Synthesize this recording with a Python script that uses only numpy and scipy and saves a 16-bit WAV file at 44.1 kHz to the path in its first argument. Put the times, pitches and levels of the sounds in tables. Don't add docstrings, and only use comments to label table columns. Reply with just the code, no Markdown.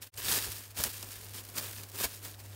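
import sys
import numpy as np
from scipy import signal
from scipy.fft import rfft, irfft, next_fast_len
from scipy.io import wavfile

SR = 44100
rng = np.random.default_rng(int(sys.argv[2]) if len(sys.argv) > 2 else 0)


def to_wav(s):
    ch = np.atleast_2d(s).T
    pcm = np.round(np.clip(ch, -1, 1) * 32767)
    wavfile.write(sys.argv[1], SR, pcm.astype(np.int16))


N = 112454
TIME_S = np.arange(N) / SR


def from_db(db):
    return 10 ** (np.asarray(db) / 20)


def rms_one(x):
    return x / np.sqrt(np.mean(x ** 2) + 1e-20)


def coloured(x, spectrum):
    lower_edge = (spectrum[0][0] / 2, spectrum[0][1] - 30)
    hz, db = np.transpose([lower_edge] + list(spectrum))
    size = next_fast_len(len(x))
    f = np.arange(size // 2 + 1) * SR / size + 1
    gain = from_db(np.interp(np.log(f), np.log(hz), db))
    return irfft(rfft(x, size) * gain, size)[:len(x)]


def drift(rate_hz):
    r = np.exp(-2 * np.pi * rate_hz / SR)
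    noise = rng.standard_normal(N + SR)
    settled = signal.lfilter([1], [1, -2 * r, r * r], noise)[SR:]
    return rms_one(settled)


def dying_tone(start_s, db, hz, t60_s):
    t = np.maximum(TIME_S - start_s, 0)
    return from_db(db - 60 * t / t60_s) * np.sin(2 * np.pi * hz * t), t


def snap(hz, octaves, rattle_db, t60_s):
    click = (1.7, -0.85)
    echo_s, echo_gain = 0.0002, 0.62
    x = from_db(rattle_db - 60 * np.arange(2048) / SR / t60_s) * rng.standard_normal(2048)
    x[:2] = click
    x[int(echo_s * SR)] += echo_gain
    band_hz = [hz / 2 ** octaves, min(hz * 2 ** octaves, 0.45 * SR)]
    b, a = signal.butter(1, band_hz, "band", fs=SR)
    return signal.lfilter(b, a, x) / b[0]


def kitchen():
    # frequency in Hz, relative level in dB per Hz.
    room_spectrum = [(25, -26), (50, 0), (75, -1.5), (130, -10), (300, -10), (600, -11.5), (1200, -17),
                     (3000, -22), (15000, -53)]
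    hum_hz, hum_db, hum_waver_db = 99.96, -52, 2
    room_db, room_patchy_db = -59.5, 0.7
    hum_level = from_db(hum_db + hum_waver_db * drift(3.4))
    hum = np.sqrt(2) * hum_level * np.sin(2 * np.pi * hum_hz * TIME_S)
    noise = rms_one(coloured(rng.standard_normal(N), room_spectrum))
    return hum + from_db(room_db + room_patchy_db * drift(4.2)) * noise


def puffs():
    # start in seconds, nominal level in dB, pitch in Hz, t60 in seconds.
    tugs = [(0.179, -44, 118, 0.059), (0.241, -44, 50, 0.072), (.29, -47, 67.6, 0.22), (.41, -49, 50, .12),
            (0.472, -38, 70.6, 0.086), (0.79, -34.5, 73, 0.088), (0.793, -46, 128, 0.1),
            (0.862, -42.5, 65.5, 0.092), (1.06, -54, 50, 0.13), (1.16, -50, 50, 0.12),
            (1.256, -53, 55, .12), (1.39, -59, 50, 0.11), (1.581, -53, 60, .1), (1.635, -52, 70, 0.063),
            (1.78, -52, 64.6, 0.12), (2.044, -36.5, 69, 0.09), (2.39, -57, 55, 0.1)]
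    rise_s = 0.0065
    out = np.zeros(N)
    for start_s, db, hz, t60_s in tugs:
        tone, t = dying_tone(start_s, db, hz, t60_s)
        out += 2 * (1 - np.exp(-t / rise_s)) * tone
    return out


def knock():
    dish_hz = (680, 1020, 1647, 2250)
    start_s, mode_db, t60_s = 2.04, -37, 0.09
    return sum(dying_tone(start_s, mode_db, hz, t60_s)[0] for hz in dish_hz)


def ticks():
    # start in seconds, initial amplitude in dB, pitch in Hz, t60 in seconds.
    patches = [(.1659, -36, 8600, .005), (.2843, -19, 3800, .005), (.3156, -18, 8800, .007),
               (1.0445, -36, 8500, .006), (2.3417, -40, 3600, .006), (2.3905, -46, 4900, .007),
               (2.397, -47, 4400, .006), (2.4405, -41, 8200, .004)]
    return sum(dying_tone(*patch)[0] for patch in patches)


def snaps():
    # start in seconds, nominal peak in dB, centre in Hz, initial rattle level in dB.
    loud_creases = [(0.0183, -35, 6300, -12), (0.0445, -33, 8200, -22), (0.0731, -36, 8900, -25),
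                    (0.1397, -35, 4500, -11), (0.1758, -30, 7300, -16), (0.2885, -20, 6000, -12),
                    (0.3545, -23, 4500, -11), (0.3745, -19, 9000, -14), (0.4172, -24, 7200, -21),
                    (0.4255, -21, 5000, -29), (0.4385, -24, 7200, -21), (0.5022, -28, 8700, -15),
                    (0.5196, -24, 5000, -21), (0.6374, -35, 8600, -16), (0.7054, -38, 7200, -18),
                    (0.7679, -30, 5300, -24), (0.831, -22, 7100, -17), (0.8383, -8, 4800, -19),
                    (0.9677, -31, 6100, -17), (0.9816, -30, 8600, -17), (0.9961, -32, 6200, -14),
                    (1.0273, -30, 3200, -8), (1.0889, -33, 10000, -22), (1.1176, -30, 7600, -30),
                    (1.1327, -30, 7600, -30), (1.2123, -35, 6400, -15), (1.2947, -34, 5500, -21),
                    (1.3079, -36, 5900, -24), (1.4072, -34, 6800, -19), (1.4383, -36, 8400, -13),
                    (1.4506, -34, 11000, -12), (1.4893, -32, 8100, -16), (1.5, -34, 6800, -18),
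                    (1.58, -25, 5000, -9), (1.7294, -29, 6900, -23), (1.7561, -31, 9900, -30),
                    (1.7777, -34, 6100, -21), (1.835, -29, 9300, -15), (1.8878, -36, 4600, -16),
                    (1.8985, -34, 4600, -17), (1.9182, -33, 5600, -20), (1.9585, -29, 8800, -15),
                    (2.0421, -18, 5000, -14), (2.1328, -31, 7300, -30), (2.1492, -31, 7900, -30),
                    (2.2305, -36, 7700, -20), (2.2504, -28, 4300, -16), (2.3125, -34, 8800, -18)]
    reach_octaves, rattle_t60_s = 1.85, 0.025
    out = np.zeros(N + 2048)
    for start_s, db, hz, rattle_db in loud_creases:
        i = int(start_s * SR)
        out[i:i + 2048] += from_db(db) * snap(hz, reach_octaves, rattle_db, rattle_t60_s)
    return out[:N]


def crackle():
    # time in seconds, nominal crackle level in dB, level of its low part in dB relative to that.
    pull = [
        [(0.0, -77, -15), (0.024, -39.5, -20), (0.062, -53.5, -16), (0.074, -44.5, -11), (0.08, -52, -21),
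         (0.1385, -54, -10), (0.141, -38.5, -18), (0.152, -58, -17), (0.17, -52, -26), (0.179, -38.5, -17),
         (0.196, -40, -6.5), (0.218, -43.5, -11.5), (0.294, -29, -13), (0.38, -31, -11.5),
         (0.406, -39.5, -11.5), (0.456, -36.5, -18), (0.476, -42.5, -3), (0.5, -44.5, -8.5)],
        [(0.51, -41, -17), (0.58, -45, -14), (0.612, -48, -12), (0.652, -49.5, -19), (0.696, -59, -15),
         (0.704, -50, -26), (0.74, -62.5, -5), (0.78, -36, -12.5), (0.802, -33.5, -3.5), (0.836, -40.5, -15.5),
         (0.84, -28, -28), (0.852, -35.5, -4), (0.93, -46, -17.5), (0.934, -43, -20), (1.0, -47.5, -11)],
        [(1.01, -42.5, -15), (1.025, -47.5, -25), (1.029, -46, 1), (1.052, -51.5, -7), (1.116, -44, -17),
         (1.146, -48, -7), (1.16, -45.5, -13.5), (1.204, -52, -6.5), (1.214, -49, -13), (1.23, -51, -9),
         (1.328, -53, -8.5), (1.338, -45, -10), (1.386, -42.5, -12), (1.43, -56, -1.5), (1.45, -50, -18),
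         (1.48, -52.5, -11), (1.5, -50.5, -2.5)],
        [(1.51, -55.5, -3), (1.542, -51.5, -4), (1.582, -32, -11), (1.6, -40, -7), (1.76, -48, -12),
         (1.812, -47, -4.5), (1.82, -52.5, -2.5), (1.838, -47, -11), (1.86, -57.5, -2.5), (1.902, -49.5, -22),
         (1.91, -63, 5), (1.918, -47, -24), (1.926, -55, -17), (1.946, -48, -1), (1.978, -41.5, -11),
         (2.0, -34, -12)],
        [(2.01, -34, -4), (2.028, -34, -18.5), (2.042, -29, -7.5), (2.076, -45.5, -12.5), (2.108, -47.5, -11),
         (2.148, -47, -14), (2.21, -55, -7), (2.254, -42.5, -9), (2.332, -53.5, -10.5), (2.344, -52, -18),
         (2.372, -64.5, -1), (2.402, -47, -13), (2.424, -62, 4), (2.442, -55, -6), (2.448, -55.5, 3.5),
         (2.484, -55.5, -17), (2.55, -53, -5.5)],
    ]
    # frequency in Hz, relative level in dB per Hz.
    film_spectrum = [(530, -73), (900, -6), (1680, 3), (2050, 0), (2640, 4.5), (3120, 2), (3600, 0),
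                     (6100, -3.5), (7570, 0), (9390, 0), (10300, -8), (12700, -0.5), (15700, -4)]
    # frequency in Hz, relative level in dB per Hz.
    low_spectrum = [(120, -0.5), (220, -1.5), (400, 0.5), (700, -5), (1100, -8), (1600, -19)]
    creases_per_s = 3500
    size_spread_db, denser_per_db = 3.5, 0.2
    clump_db, clump_rate_hz = 1.25, 55
    kinds, kind_clump_db, kind_clump_rate_hz = 16, 3, 21
    lowest_hz, highest_hz, reach_octaves = 2480, 13800, 0.82
    rattle_db, rattle_t60_s = -23, 0.018
    rubbing_db = -5

    s, level_points, low_points = np.concatenate(pull).T
    level_db = np.interp(TIME_S, s, level_points)
    low_db = np.interp(TIME_S, s, low_points)
    clumping_db = clump_db * drift(clump_rate_hz)

    denser_db = denser_per_db * (np.maximum(level_db, -60) + 45)
    sizes = from_db(size_spread_db * np.minimum(rng.exponential(1, N), 3.2))
    signed_sizes = sizes * rng.choice([-1, 1], N)
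    lets_go = rng.random(N) < creases_per_s * from_db(clumping_db + denser_db) / SR
    clicks = signed_sizes * lets_go * from_db(-denser_db / 2)

    kind = rng.integers(0, kinds, N)
    centres_hz = np.sqrt(np.linspace(lowest_hz ** 2, highest_hz ** 2, kinds))
    grains = np.zeros(N)
    for k, hz in enumerate(centres_hz):
        runs = from_db(kind_clump_db * drift(kind_clump_rate_hz))
        grain = rms_one(snap(hz, reach_octaves, rattle_db, rattle_t60_s))
        grains += signal.fftconvolve(clicks * (kind == k) * runs, grain)[:N]

    rubbing = from_db(clumping_db) * rng.standard_normal(N)
    highs = rms_one(coloured(rms_one(grains) + from_db(rubbing_db) * rubbing, film_spectrum))
    lows = rms_one(coloured(rubbing + rms_one(clicks), low_spectrum))
    return from_db(level_db) * (highs + from_db(low_db) * lows)


def scene():
    return (kitchen() + puffs() + knock() + ticks() + snaps() + crackle())[None]


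def record(dry):
    mic_low_hz, cutoff_hz = 35, 15750
    fade_points_s = [0.07, 0.105, 0.117, 0.16]
    before_db = -2.5
    fade = np.interp(TIME_S, fade_points_s, [1, 0, 0, 1]) ** 1.6
    fade = fade * np.where(TIME_S < fade_points_s[2], from_db(before_db), 1)
    bass_cut = signal.butter(2, mic_low_hz, "high", fs=SR, output="sos")
    top_cut = signal.ellip(12, 0.5, 75, cutoff_hz, fs=SR, output="sos")
    return signal.sosfilt(top_cut, signal.sosfilt(bass_cut, dry) * fade)


dry = scene()
out = record(dry)
to_wav(out)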